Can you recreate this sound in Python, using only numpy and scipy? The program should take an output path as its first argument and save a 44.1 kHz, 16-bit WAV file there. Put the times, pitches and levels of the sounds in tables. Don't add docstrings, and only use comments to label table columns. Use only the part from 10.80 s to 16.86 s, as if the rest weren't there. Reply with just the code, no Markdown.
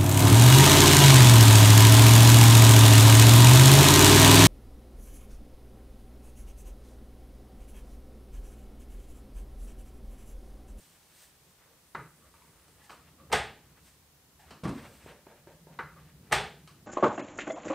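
import sys
import numpy as np
from scipy import signal
from scipy.fft import rfft, irfft
from scipy.io import wavfile
from scipy.ndimage import uniform_filter1d

SR = 44100
rng = np.random.default_rng(int(sys.argv[2]) if len(sys.argv) > 2 else 0)


def transcribe(signal):
    frames = np.atleast_2d(signal).T
    limited = np.clip(frames, -1, 1)
    pcm = np.round(limited * 32767).astype(np.int16)
    wavfile.write(sys.argv[1], SR, pcm)


def volts_from_db(level):
    exponent = np.asarray(level, float) / 20
    return 10 ** exponent


N = 267334


def latch():
    # start in s, peak in dB, rattle length in ms, hardness in dB per octave, weight in dB per octave
    snaps = [
        (2.498, -40.5, 12, -7, 8.5),
        (2.517, -24.5, 8.7, 0.5, -0.2),
        (2.525, -18, 5.2, 6.5, -3),
        (2.528, -14.5, 3.7, 4, -8.5),
        (2.5323, -7, 0.3, 0.5, 1.6),
        (5.498, -49, 9.0, -2, 3),
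        (5.513, -27, 3.5, 0.5, 4.5),
        (5.5215, -15.5, 0.96, 4, 3),
        (5.5245, -10.5, 2.5, 5.5, -5),
        (5.5286, -7, 0.3, 0, 1.6),
    ]
    # frequency in Hz, density in dB per Hz
    spectrum = [(59, -20), (100, -10.5), (287, -21.5), (429, -1), (564, -10), (843, 2.5), (1020, -10.5),
                (1760, -6), (8770, -36.5), (15500, -50)]
    # frequency in Hz, level in dB, T60 in s
    modes = [(68.4, -11.5, 0.21), (146, -9, .2), (222, -6, 0.12), (445, -6, 0.12), (630, -4.5, 0.097),
             (848, 1, 0.1), (1255, 11, 0.035), (1980, 0, .04), (3450, -1, 0.034), (8430, -6.5, 0.026)]
    return hits(snaps, spectrum, modes, ring_db=-10, grain_db=2.5, trim_db=0.0, wet_db=.5, rise_ms=3.0,
                ring_wet_db=-8)


def knock():
    # start in s, peak in dB, rattle length in ms, hardness in dB per octave, weight in dB per octave
    touches = [
        (1.1485, -26, 5.3, -0.5, 1),
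        (1.54, -48.5, 2.5, -22, -5),
        (2.921, -63, 2.1, .3, 10),
        (4.989, -26.5, 8.2, 0, -1),
    ]
    # frequency in Hz, density in dB per Hz
    spectrum = [(59, -32), (100, -19.5), (549, -8.5), (619, -16.5), (1220, -2), (1350, -3), (1460, -2),
                (3260, -27), (12000, -54), (15600, -70), (22000, -120)]
    # frequency in Hz, level in dB, T60 in s
    modes = [(150, -2.5, 0.5), (468, -6.5, 0.18), (955, 14, 0.07), (1298, -3, 0.1), (1512, -39.5, 0.24),
             (2004, 7, 0.13), (3800, 9, 0.012)]
    return hits(touches, spectrum, modes, ring_db=-8.5, grain_db=-5.0, trim_db=1.5, wet_db=-3.5, rise_ms=5.8)


def seal():
    # start in s, peak in dB, rattle length in ms, hardness in dB per octave, weight in dB per octave
    steps = [
        (3.835, -24, 11.3, -1.5, -1.7),
        (3.853, -17.5, 4.7, -3.9, -0.4),
        (3.874, -23.5, 9.6, 2, 4.5),
        (3.89, -22.5, 5.6, 1, 2.9),
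        (3.951, -35.5, 8.7, -6, 5),
    ]
    # frequency in Hz, density in dB per Hz
    spectrum = [(18, -60), (30, -13), (122, -19), (146, -9), (173, -3.5), (259, -2), (377, -8), (428, -13),
                (800, -16), (1050, -13), (1500, -22), (3980, -31), (12000, -43), (15600, -83),
                (22000, -120)]
    # frequency in Hz, level in dB, T60 in s
    modes = [(68, -20, .2), (150, 10, 0.091), (174, 11, 0.13), (222, -18, .1), (263, 4, 0.12),
             (310, -2, .1), (457, -7, 0.1)]
    return hits(steps, spectrum, modes, ring_db=-2.5, grain_db=3.0, trim_db=-4.0, wet_db=-0.5, rise_ms=6.6)


def click():
    # start in s, peak in dB, rattle length in ms, hardness in dB per octave, weight in dB per octave
    contacts = [
        (1.758, -52, 2.2, -3, 1),
        (1.797, -54, 1.5, 3, -6),
        (1.882, -48, 1.5, 2, 5),
        (1.984, -55, 5.3, 0, 4),
        (2.04, -53, 2.5, 7.5, -11),
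        (2.095, -33, 2.7, -3, -4),
        (3.7065, -35.5, 4.0, -0.2, 1.5),
        (5.8745, -42, 3, 3, -7),
    ]
    # frequency in Hz, density in dB per Hz
    spectrum = [(120, -33), (200, -3.5), (609, -8.5), (1230, -4), (2090, -14.5), (3000, -12), (3560, -25),
                (3940, -13.5), (12000, -35), (15600, -62.5), (22000, -120)]
    # frequency in Hz, level in dB, T60 in s
    modes = [(800, -12, .04), (1276, 5, 0.075), (1700, -6, 0.044), (3080, -2, 0.04), (4500, -2, .025)]
    return hits(contacts, spectrum, modes, ring_db=-12, grain_db=5.3, trim_db=-1.5, wet_db=1.5, rise_ms=2.5)


def hits(events, spectrum, modes, ring_db, grain_db, trim_db, wet_db, rise_ms, ring_wet_db=-6):
    out = np.zeros(N + 2 * SR)
    t = np.arange(SR // 3) / SR
    for start, db, ms, hard_db, weight_db in events:
        swell = np.sqrt(t * 1000 / ms) * np.exp(-t * 1000 / ms)
        rattle = rng.standard_normal(len(t)) * volts_from_db(grain_db * rng.exponential(size=len(t))) * swell

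        def tilt(hz):
            brightness = hard_db * np.log2(np.clip(hz, 1200, 9000) / 1200)
            return brightness - weight_db * np.log2(np.clip(hz, 200, 900) / 900)

        shape = [(hz, gain + tilt(hz)) for hz, gain in spectrum]
        ring = np.zeros(len(t))
        for hz, gain, t60 in modes:
            detune = 1 + 0.0033 * rng.standard_normal()
            ring += volts_from_db(gain + tilt(hz)) * np.sin(2 * np.pi * hz * detune * t) * 1000. ** (-t / t60)
        ring *= volts_from_db(ring_db) / np.abs(ring).max()
        energy = 7 * ms + 5
        crack = colour(rattle, shape)
        crack *= np.sqrt(energy / np.sum(crack ** 2))
        push = colour(1. * (t == 0), shape)
        push *= np.sqrt(energy / np.sum(push ** 2))
        hit = volts_from_db(wet_db) * signal.fftconvolve(push + volts_from_db(ring_wet_db) * ring, reflections(rise_ms))
        hit[:len(t)] += crack + ring
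        out[int(start * SR):][:len(hit)] += volts_from_db(db + trim_db) * hit
    return out[:N]


def creaks():
    # start in s, length in s, level in dB, lower ring in Hz, upper over lower ring in dB
    slides = [
        (0.844, .11, -70, 520, -6),
        (1.167, 0.098, -52.5, 150, -12),
        (1.993, .1, -66.5, 850, 0),
        (1.579, 0.14, -68.5, 1020, -12),
        (2.375, 0.11, -63, 555, -0.5),
        (3.589, .07, -62, 820, -5),
        (5.157, .05, -59, 560, 9.5),
        (1.41, .09, -68, 560, 3),
    ]
    out = np.zeros(N)
    for start, length, db, low_hz, high_db in slides:
        high_hz = 2.1 * low_hz
        t = np.arange(int(length * SR)) / (length * SR)
        grains = rng.standard_normal(SR // 2) * volts_from_db(2.9 * rng.exponential(size=SR // 2))
        slips = grains[:len(t)] * np.minimum(t / 0.11, 1) * (1 - t) ** 0.33
        lower = band(slips, low_hz * .88, low_hz * 1.12)
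        upper = volts_from_db(high_db) * band(slips, high_hz * .92, high_hz * 1.08)
        between = 0.18 * band(slips, low_hz * 0.64, high_hz * 1.5)
        out[int(start * SR):][:len(t)] += level(lower + upper + between, db)
    return out + volts_from_db(-10) * signal.fftconvolve(out, reflections(rise_ms=5.7))[:N]


def sleeves():
    # start in s, level in dB, rise in s per 20 dB, hold in s, fall in s per 20 dB
    rustles = [(0.0, -60, .05, .01, .55), (.424, -57, .2, .01, .13), (.692, -67.5, .3, .01, .16),
               (.9, -74, .3, .1, .8), (1.538, -70.5, .02, .01, .3), (2.048, -62.5, .05, .01, .05),
               (2.108, -62, .03, .01, .25), (3.066, -60.5, .09, .01, .15), (3.6, -64, .025, .01, .12),
               (3.7, -65, .03, .01, .06), (3.95, -63, .03, .33, .16), (4.7, -76, .06, .14, .12),
               (5.876, -75, .04, .01, .25)]
    # frequency in Hz, density in dB per Hz
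    spectrum = [(880, -38), (1500, -2.5), (2330, -5), (2860, -3), (3380, -3), (8620, -3), (11100, -9.5),
                (13800, -5.5), (15500, -9.5)]
    grains = rng.standard_normal(N) * volts_from_db(0.51 * rng.exponential(size=N) + 0.67 * walk(30.47))
    return level(colour(grains, spectrum), -0.9) * strokes(rustles)


def skin():
    # start in s, level in dB, rise in s per 20 dB, hold in s, fall in s per 20 dB
    rubs = [(.128, -67, .36, .01, .4), (.424, -66, .3, .01, .8), (.88, -64, .15, .03, .1),
            (1.35, -70, .05, .1, .6), (1.538, -66, .015, .01, 1.1), (2.048, -61.5, .12, .01, .07),
            (2.1, -57, .01, .01, .3), (2.976, -63.5, .3, .01, .04), (3.066, -65, .05, .01, .11),
            (3.6, -62, .03, .1, .06), (3.95, -56, .02, .1, .4), (4.2, -61, .1, .05, .1),
            (4.27, -54, .03, .03, .16), (4.47, -59, .03, .01, .22), (4.678, -64, .02, .01, .18),
            (4.884, -65, .03, .01, .24), (5.172, -59, .06, .01, .18), (5.48, -65, .25, .01, .04),
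            (5.876, -60, .012, .01, .12)]
    rub = band(rng.standard_normal(N), 390, 2440) * volts_from_db(2.7 * walk(40))
    return level(rub, -1.5) * strokes(rubs)


def taps():
    # start in s, peak in dB, rattle length in ms, hardness in dB per octave, weight in dB per octave
    blows = [
        (4.053, -37.5, 1.4, -2, -1.5),
        (4.262, -35.5, 1.3, -1, -1),
        (4.468, -37.5, 1.7, -1, -3.5),
        (4.672, -37.5, 1.1, 0.3, -2),
        (4.87, -40.5, 1.2, -11, -6),
    ]
    # frequency in Hz, density in dB per Hz
    spectrum = [(150, -40), (250, -9), (393, 8), (579, 0.5), (763, -3), (898, -11.5), (1030, -17),
                (1640, -15), (2360, -19), (5000, -34), (6500, -63), (11000, -120)]
    # frequency in Hz, level in dB, T60 in s
    modes = [(378, 3, 0.039), (470, -4, .025), (592, -7.5, 0.094), (900, -8.5, .06), (1600, -17, 0.082)]
    return hits(blows, spectrum, modes, ring_db=0, grain_db=0.0, trim_db=-3, wet_db=3, rise_ms=23.0,
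                ring_wet_db=-4.5)


def rumble():
    # time in s, level in dB
    swells = [(0.0, -73), (.3, -74), (.6, -70), (.91, -75), (1.48, -67), (2.0, -67), (2.4, -63), (2.9, -63),
              (3.2, -69), (3.55, -68), (4.25, -61.5), (4.62, -69), (4.9, -67), (5.2, -59), (5.7, -64),
              (6.06, -65)]
    # start in s, deep shudder in dB, low shudder in dB
    shakes = [
        (1.2, -63, -67),
        (2.57, -41, -55),
        (3.68, -58, -64),
        (3.88, -60, -56),
        (5.05, -59, -58),
        (5.6, -55, -54),
    ]
    # start in s, level in dB, rise in s per 20 dB, hold in s, fall in s per 20 dB
    drones = [
        (4.95, -59, .6, .4, 1.5),
        (5.6, -63, .3, .5, .3),
    ]
    swell_db = np.interp(np.arange(N) / SR, *np.transpose(swells))
    deep_shudder = strokes([(start, db, .1, 0, .12) for start, db, _ in shakes])
    low_shudder = strokes([(start, db, .1, 0, .3) for start, _, db in shakes])
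    deep_gain = np.hypot(volts_from_db(-68 + 1.1 * (swell_db + 65)), deep_shudder)
    low_gain = np.hypot(volts_from_db(swell_db), low_shudder)
    noise = rng.standard_normal((3, N))
    deep = level(band(noise[0], 56.5, 85), -0.63) * deep_gain * volts_from_db(0.83 * walk(3.2))
    hum = level(band(noise[1], 140.3, 171), -4)
    low = hum + level(band(noise[2], 73, 310), -3.0)
    return deep + low * low_gain * volts_from_db(2 * walk(14)) + hum * strokes(drones)


def seep():
    # time in s, level in dB
    leak = [(.9, -90), (1.1, -72.5), (2.0, -73), (2.2, -90)]
    hiss = level(band(rng.standard_normal(N), 6900, 12000), -0.61)
    return hiss * volts_from_db(np.interp(np.arange(N) / SR, *np.transpose(leak)))


def microphone(air):
    # frequency in Hz, density in dB per Hz
    common = [(12, -40), (20, -8.5), (161, -9), (232, -15), (465, -12), (614, -15.5), (686, -15),
              (1070, -15.5), (1670, -19.5), (1820, -18), (2270, -20.5), (14300, -23), (15500, -23.5)]
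    # frequency in Hz, density in dB per Hz
    opposite = [(18, -30), (30, 2), (1230, -2.5), (3590, -1), (13600, -3), (15500, -2)]
    hiss = level(colour(rng.standard_normal(N), common), -64.5)
    side = level(colour(rng.standard_normal(N), opposite), -66)
    port_hz, width_hz = 8720, 2540
    port = volts_from_db(-6.5) * band(air, port_hz - width_hz / 2, port_hz + width_hz / 2)
    mid = air + port + hiss
    return np.array([mid + side, mid - side])


def reflections(rise_ms):
    # frequency in Hz, T60 in s
    decay = [(60, 0.49), (250, 0.49), (1000, 0.35), (4000, 0.43), (12000, 0.23)]
    t = np.arange(SR * 5 // 8) / SR
    hz, t60 = np.transpose(decay)
    centres = 14000 / 2. ** np.arange(9)[:, None]
    octave = np.log2(np.fft.rfftfreq(len(t), 1 / SR) + 1) - np.log2(centres)
    windows = np.cos(np.pi / 2 * np.clip(octave, -1, 1)) ** 2
    bands = irfft(rfft(rng.standard_normal(len(t))) * windows, len(t))
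    fading = 1000. ** (-t / np.interp(np.log(centres), np.log(hz), t60))
    tail = np.sum(bands * fading, axis=0) * (1 - np.exp(-t * 1000 / rise_ms))
    return tail / np.sqrt(np.sum(tail ** 2))


def strokes(rows):
    t = np.arange(N) / SR
    power = np.zeros(N)
    for start, db, rise, hold, fall in rows:
        away = np.maximum((start - t) / rise, (t - start - hold) / fall)
        power += volts_from_db(db - 20 * np.maximum(away, 0)) ** 2
    return np.sqrt(power)


def level(x, db):
    return x * volts_from_db(db) / np.sqrt(np.mean(x ** 2))


def colour(x, points):
    hz, db = np.transpose(points)
    size = 4096
    gain = np.interp(np.log(np.fft.rfftfreq(size, 1 / SR) + 1), np.log(hz), db) * np.log(10) / 20
    ceps = irfft(gain)
    ceps[1:size // 2] *= 2
    ceps[size // 2 + 1:] = 0
    response = irfft(np.exp(rfft(ceps)))[:size // 2]
    return signal.fftconvolve(x, response)[:len(x)]


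def band(x, lo_hz, hi_hz):
    return signal.sosfilt(signal.butter(2, [lo_hz, hi_hz], "bandpass", fs=SR, output="sos"), x)


def walk(rate):
    k = int(SR / rate)
    held = np.repeat(rng.standard_normal(N // k + 1), k)
    return 1.76 * uniform_filter1d(uniform_filter1d(held, k), k)[:N]


def scene():
    door = latch() + knock() + click() + seal()
    hands = creaks() + sleeves() + skin()
    return microphone(door + hands + taps() + rumble() + seep())


def band_limit(x):
    return signal.sosfilt(signal.butter(12, 16640, fs=SR, output="sos"), x)


def record(dry):
    bass_cut = signal.butter(2, 40, "highpass", fs=SR, output="sos")
    top_cut = signal.ellip(8, .2, 50, 15550, fs=SR, output="sos")
    mix = signal.sosfilt(np.vstack([bass_cut, top_cut]), dry)
    return band_limit(mix)


dry = scene()
out = record(dry)
transcribe(out)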